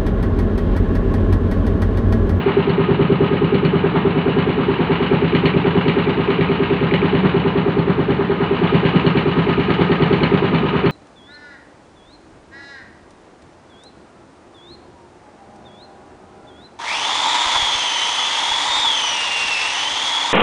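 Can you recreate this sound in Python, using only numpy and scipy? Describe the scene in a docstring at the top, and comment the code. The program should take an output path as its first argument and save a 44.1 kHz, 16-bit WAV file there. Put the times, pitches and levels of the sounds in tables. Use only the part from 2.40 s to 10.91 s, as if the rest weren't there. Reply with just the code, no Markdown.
"""A steady chugging, about 9.4 beats a second: a one-cylinder diesel turns a concrete mixer in a yard.
Its speed and effort wander with the load of the drum, and now and then a firing knocks out hard.
Each cycle brings a gulp of air, a shudder of the engine block, a knock of burning fuel, an exhaust
thump and valve clatter. Gears grind and sing underneath, a wall throws the knocks back,
and a low hum sounds once, briefly."""
import sys
import numpy as np
from scipy import signal
from scipy.fft import rfft, irfft, next_fast_len
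from scipy.io import wavfile

SR = 44100
rng = np.random.default_rng(int(sys.argv[2]) if len(sys.argv) > 2 else 0)


def log_audio(samples):
    """Write samples as a 16-bit WAV file to the path given in sys.argv[1]."""
    # one column per channel
    frames = np.atleast_2d(samples).T
    # limit to full scale, then quantise
    limited = np.clip(frames, -1, 1)
    pcm = np.round(limited * 32767).astype(np.int16)
    wavfile.write(sys.argv[1], SR, pcm)


N = 375291
TIME = np.arange(N) / SR
RING_TIME = np.arange(SR // 3) / SR  # seconds since a blow

# How openly the mixer's bright-sounding side faces us. Each row: time in seconds, openness in dB.
OPENNESS = [(0, -4), (1.6, -12), (2.6, -3.5), (4.8, -3), (6.05, -1.5), (6.4, 0.5), (7.5, 3.5), (8.5, 0)]


def chug(gulp_db, thump_db):
    """Air intake, engine block and exhaust ring in turn; swirling gas roughens the thump."""
    # The tones each part rings with. 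Each row: pitch in Hz, relative level in dB, fade time in seconds.
    intake_tones = [(95.7, -31, 0.26), (287, -32.5, 0.27), (396.4, -9, 0.16)]
    block_tones = [(75.5, -36, 0.27), (125, -29, 0.042), (261.6, -11, 0.13), (351, -10.5, .08)]
    exhaust_tones = [(139.8, -17.5, .22), (165.54, -11, 0.23), (184.8, -14, .2), (220.8, -26.5, 0.34),
                     (341, -9.5, .04), (418, -27, 0.054), (496.6, -17.5, .06), (547.7, -25.5, 0.12)]
    # The gas puff and a steady rumble. Each row: frequency in Hz, relative level in dB.
    puff_spectrum = [(40, -46), (100, -17.5), (130, -2.5), (195, 7.5), (250, -10.5), (320, -6.5),
                     (400, -4.5), (500, -11), (700, -18.5), (5000, -94)]
    rumble_spectrum = [(20, -17.5), (42, -27.5), (62, -10.5), (76, -1), (100, -3), (132, -2.5), (200, 2.5),
                       (320, -2), (420, -2), (500, -9), (700, -27.5), (1500, -44.5), (5000, -92)]
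    intake = stroke(intake_tones, .0071, gulp_db, rise=.003, spread_db=1)
    block = stroke(block_tones, .018, .7 * thump_db, rise=.003, spread_db=1.5)
    exhaust = stroke(exhaust_tones, .0338, thump_db, rise=.003, spread_db=1.3)
    puffs = each_cycle(burst(rise=.0014, fade=.34), .02, .88 * thump_db)
    gas = amp(-19.5) * puffs * rattle(puff_spectrum, alike=.3)
    rumble = amp(-23.5) * rattle(rumble_spectrum, alike=.59)
    return intake + block + exhaust + gas + rumble


def knock(hard_db, ping_db):
    """Burning fuel cracks against the cylinder, now soft, now hard; a wall answers each crack."""
    # The knock's crack, and a crisp, bright tick heard with the hardest knocks.
    # Each row: frequency in Hz, relative level in dB.
    knock_spectrum = [(300, -13), (1000, 3.5), (1400, -4.5), (1900, 7), (2350, 9.5), (2600, 0), (2950, 4.5),
                      (3400, -3), (4200, -8), (4700, -24.5), (5500, -39.5), (6600, -34.5), (8300, -52.5),
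                      (10800, -42), (13000, -59)]
    tick_spectrum = [(1500, -22), (3000, -9), (3800, -8), (4250, 0), (4550, -9), (4900, -28), (5500, -38),
                     (6600, -35), (8300, -54), (10800, -38), (13000, -60)]
    # Gas ringing in the cylinder. Each row: pitch in Hz, relative level in dB, fade time in seconds.
    ping_tones = [(4160, -50, .09), (4340, -48, .09)]
    crack = each_cycle(soft_burst(rise=.0006, fade=.055), .0286, hard_db)
    echo = each_cycle(soft_burst(rise=.00091, fade=.16), .0415, hard_db)
    tick_gain = each_cycle(soft_burst(rise=.0006, fade=.035), .028, ping_db)
    tick = amp(-44) * tick_gain * rattle(tick_spectrum, alike=.1)
    ping = stroke(ping_tones, .0285, ping_db, rise=.0006, spread_db=1)
    return amp(-24.5) * rattle(knock_spectrum, alike=.13) * np.hypot(crack, .45 * echo) + tick + ping


def firings():
    """Sets each cycle's strength: thump and knock follow the engine's effort, and partly chance."""
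    # How hard the engine pulls against the drum. Each row: time in seconds, effort in dB.
    effort = [(0, -4), (.45, 3), (1.22, 1.5), (1.43, -2), (1.9, 1), (2.15, -2), (2.9, 1.5), (3.45, 1.5),
              (3.66, -0.5), (4.19, -2.5), (4.5, 0.7), (5.67, -0.5), (5.85, -5.5), (6.1, -4.5), (6.25, 4),
              (6.95, 0.5), (7.6, 2.5), (8.5, 0)]
    # The air gulp as people pass in front. Each row: time in seconds, relative level in dB.
    gulp_levels = [(0, 5.5), (2, 0), (2.7, 2.4), (4.8, 1.5), (5.5, 0), (6.15, 1.5), (6.85, -1.5), (7.6, 1),
                   (8.5, -0.1)]
    # Firings that knock out hard. Each row: time in seconds, hardness in dB, ping strength in dB.
    hard_knocks = [(.297, -1, 9), (1.146, 0.5, 6.5), (1.252, 2.5, 13.5), (1.987, 1.5, 9), (2.951, 8.5, 12),
                   (3.057, 11, 20.5), (3.481, 10, 10), (3.903, 5.5, -7), (4.008, 6.5, -5), (4.54, 10.5, -3),
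                   (5.389, -4, 6), (5.706, 1.5, -2), (6.451, 4.5, 5), (6.666, 5.5, 14), (6.771, 5.5, 13),
                   (7.622, 5.5, 11), (7.728, 6, 13), (7.833, 10.5, 16.5), (8.459, 5.5, 15)]
    starts, effort_db = cycle_starts(), per_cycle(effort)
    air, fuel, timing = rng.standard_normal((len(starts), 3)).T
    gulp_db = per_cycle(gulp_levels) + 1.17 * air
    thump_db = effort_db + .42 * fuel
    hard_db = -1.5 + .8 * thump_db + .69 * per_cycle(OPENNESS) + 3.5 * timing
    ping_db = 1 + 1.5 * hard_db
    for when, hardness, ping in hard_knocks:
        cycle = np.argmin(abs(starts - when))
        hard_db[cycle], ping_db[cycle] = hardness, ping
        thump_db[cycle] = effort_db[cycle] + 1  # a hard firing also thumps more
    return gulp_db, thump_db, hard_db, ping_db


def cycle_starts():
    """Adds up the engine's speed to find when each cycle starts; the first is already under way."""
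    # The speed wanders as its regulator hunts. Each row: time in seconds, firings per second.
    speed = [(0, 9.406), (1.2, 9.432), (1.25, 9.515), (2.05, 9.49), (2.7, 9.216), (3.05, 9.393),
             (3.55, 9.475), (5.3, 9.394), (5.85, 9.5), (6.25, 9.301), (6.8, 9.413), (7.4, 9.376),
             (8.1, 9.652), (8.5, 9.457)]
    first_full_s = .0535
    cycles = np.cumsum(np.interp(TIME, *np.transpose(speed))) / SR
    cycles -= np.interp(first_full_s, TIME, cycles)
    return np.r_[first_full_s - 1 / speed[0][1], np.interp(np.arange(cycles[-1]), cycles, TIME)]


def valves():
    """A tappet (a valve's pusher) ticks as the inlet shuts; the rocker levers clatter later on."""
    # The noises of the steel parts. Each row: frequency in Hz, relative level in dB.
    clatter_spectrum = [(300, -11), (900, 10.5), (1500, 5.5), (1850, 1.5), (2600, 6), (2950, 4),
                        (3250, -1.5), (4100, -7.5), (4700, -21.5), (5600, -48), (6600, -40), (8000, -65.5),
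                        (11000, -50.5), (14000, -57)]
    sizzle_spectrum = [(800, -17), (1750, 5.5), (2400, -4), (3500, -9), (4300, -10.5), (5400, -32),
                       (6700, -32.5), (8000, -51.5), (11000, -51.5), (14000, -64.5)]
    tappet_spectrum = [(500, -27.5), (1700, -6.5), (2150, 0.5), (2380, 7), (2650, -6), (2900, -7),
                       (3300, -15.5), (4300, -26.5), (5500, -55.5), (9000, -73.5)]
    # Loudness as people pass in front. Each row: time in seconds, relative level in dB.
    clatter_levels = [(0, -28), (1.6, -29.5), (2.4, -26.5), (4.9, -26.5), (5.3, -32), (5.9, -32.5),
                      (6.3, -24), (7, -27), (8.5, -27.5)]
    tappet_levels = [(0, -4), (1.6, -8), (2.8, 1.5), (4.5, 2.5), (5.5, -5), (6.4, -6), (7.4, 1), (8.5, -1)]
    rockers = amp(2.5) * each_cycle(burst(rise=.001, fade=.13), .064, spread_db=1.2, jitter=.0007)
    rebound = amp(1) * each_cycle(burst(rise=.003, fade=.08), .079, spread_db=2, jitter=.003)
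    shaking = amp(2.5) * each_cycle(burst(rise=.004, fade=.15), .034, spread_db=2, jitter=.003)
    motion = np.sqrt(amp(-5.5) ** 2 + rockers ** 2 + rebound ** 2 + shaking ** 2)
    ticks = each_cycle(burst(rise=.001, fade=.05), .001, spread_db=1.2, jitter=.0005)
    clatter = curve(clatter_levels) * rattle(clatter_spectrum, alike=.073)
    sizzle = amp(-36) * curve(OPENNESS) * rattle(sizzle_spectrum, alike=.17)
    tappet = amp(-26.5) * curve(tappet_levels) * ticks * rattle(tappet_spectrum, alike=.1)
    return motion * (clatter + sizzle) + tappet


def gears():
    """The drum's gears grind harder after each push of the engine, and one sings unsteadily."""
    # The grinding noise. Each row: frequency in Hz, relative level in dB.
    grind_spectrum = [(100, -26.5), (450, -5.5), (630, 0.5), (900, 4), (1050, 1.5), (1300, 0.5), (1500, -5),
                      (2200, -10), (3000, -23), (3400, -16), (4200, -28), (5400, -58.5), (6600, -63.5),
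                      (8500, -84)]
    # Loudness as people pass in front. Each row: time in seconds, relative level in dB.
    grind_levels = [(0, -29), (1.1, -30), (2, -28.5), (4.4, -30), (4.9, -26.5), (5.3, -28.5), (7, -29),
                    (7.8, -26), (8.5, -28)]
    whine_levels = [(0, -5), (.8, 0.5), (1.6, -5), (3, -9), (4.1, 3.5), (4.8, -10), (6.4, 1.5), (8.5, 3.5)]
    load = each_cycle(burst(rise=.0096, fade=.21), .013, spread_db=3.5)
    grind = curve(grind_levels) * (amp(-3) + amp(1.5) * load) * rattle(grind_spectrum, alike=.21)
    return grind + amp(-37.5) * curve(whine_levels) * whine(hz=1245, width_hz=25)


def whine(hz, width_hz):
    """Gear teeth touching at random keep one narrow tone ringing."""
    pole = np.exp((-np.pi * width_hz + 2j * np.pi * hz) / SR)
    return unit(signal.lfilter([1], np.poly([pole, pole]), rng.standard_normal(N)).real)


def hum(start_s=4.765, length_s=.135, hz=188, level_db=-19):
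    """A brief low hum: one pure tone that fades in and out."""
    t, out = np.arange(int(length_s * SR)) / SR, np.zeros(N)
    tone = amp(level_db) * np.sqrt(2) * np.sin(2 * np.pi * hz * t)
    add(out, start_s, signal.windows.tukey(len(t), .5) * tone)
    return out


def stroke(tones, delay, level_db, rise, spread_db):
    """One blow in every cycle sets a part's tones ringing, a little differently each time."""
    out = np.zeros(N)
    for hz, db, fade in tones:
        tone = amp(db) * burst(rise, fade) * np.sin(2 * np.pi * hz * RING_TIME)
        out += each_cycle(tone, delay, level_db, spread_db, jitter=.00017)
    return out


def rattle(spectrum, alike):
    """Dense metal noise; the share `alike` repeats, since the same parts meet in every cycle."""
    repeated = unit(each_cycle(rng.standard_normal(SR // 9), 0))
    fresh = rng.standard_normal(N)
    return colour(np.sqrt(alike) * repeated + np.sqrt(1 - alike) * fresh, spectrum)


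def colour(noise, spectrum):
    """Gives noise its balance of low and high frequencies, with the ring of steel on top."""
    # Steel parts that ring. Each row: pitch in Hz, width in Hz, boost in dB.
    steel_rings = [(900, 50, 1), (1013, 39, 2), (1320, 15, 0), (1607, 60, 3), (1863, 41, 5.5),
                   (2230, 150, 2), (2933, 190, 5.5), (3960, 150, 3)]
    size = next_fast_len(N)
    hz = np.fft.rfftfreq(size, 1 / SR)
    row_hz, row_db = np.transpose(spectrum)
    spectrum_db = np.interp(np.log(hz + 1), np.log(row_hz + 1), row_db)
    steel_db = sum(db / (1 + (2 * (hz - pitch) / width) ** 2) for pitch, width, db in steel_rings)
    return unit(irfft(rfft(noise, size) * amp(spectrum_db + steel_db), size)[:N])


def each_cycle(shape, delay, level_db=0, spread_db=0, jitter=0):
    """Repeats a shape `delay` seconds into each cycle; spread_db varies its level, jitter its timing."""
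    starts = cycle_starts()
    size, slip = rng.standard_normal((len(starts), 2)).T
    out = np.zeros(N)
    for start_s, gain in zip(starts + delay + jitter * slip, amp(level_db + spread_db * size)):
        add(out, start_s, gain * shape)
    return out


def burst(rise, fade):
    """The loudness of a blow: it swells in about `rise` seconds and falls 60 dB in `fade` seconds."""
    smooth_end = np.minimum(1, (RING_TIME[-1] - RING_TIME) / .026)
    return (1 - np.exp(-RING_TIME / rise)) * amp(-60 * RING_TIME / fade) * smooth_end


def soft_burst(rise, fade):
    """The loudness of a blow with a rounded start."""
    return burst(rise, fade) * (1 - np.exp(-RING_TIME / rise))


def curve(points):
    """Turns a few levels in dB into a gain for every sample."""
    return amp(np.interp(TIME, *np.transpose(points)))


def per_cycle(points):
    """Reads a curve at the start of every cycle."""
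    return np.interp(cycle_starts(), *np.transpose(points))


def add(mix, start_s, sound):
    """Mixes a sound in, cutting off whatever falls outside the mix."""
    start = round(start_s * SR)
    sound = sound[max(-start, 0):]
    part = mix[max(start, 0):][:len(sound)]
    part += sound[:len(part)]


def amp(db):
    """Turns decibels into a gain to multiply by."""
    return 10 ** (np.asarray(db) / 20)


def unit(x):
    """Scales a sound to an average power of 1."""
    return x / np.sqrt(np.mean(x ** 2) + 1e-20)


def scene():
    """The mixer in its yard, on one channel."""
    gulp_db, thump_db, hard_db, ping_db = firings()
    return (chug(gulp_db, thump_db) + knock(hard_db, ping_db) + valves() + gears() + hum())[None]


def record(dry):
    """The microphone drops the deepest bass and adds faint hiss; the highest treble is cut off."""
    heard = signal.sosfilt(signal.butter(3, 50, "highpass", fs=SR, output="sos"), dry)
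    hiss = amp(-98) * rng.standard_normal(dry.shape)
    treble_cut = signal.firwin(511, 15500, window=("kaiser", 9), fs=SR)
    return signal.oaconvolve(heard + hiss, treble_cut[None], "same")


dry = scene()
out = record(dry)
log_audio(out)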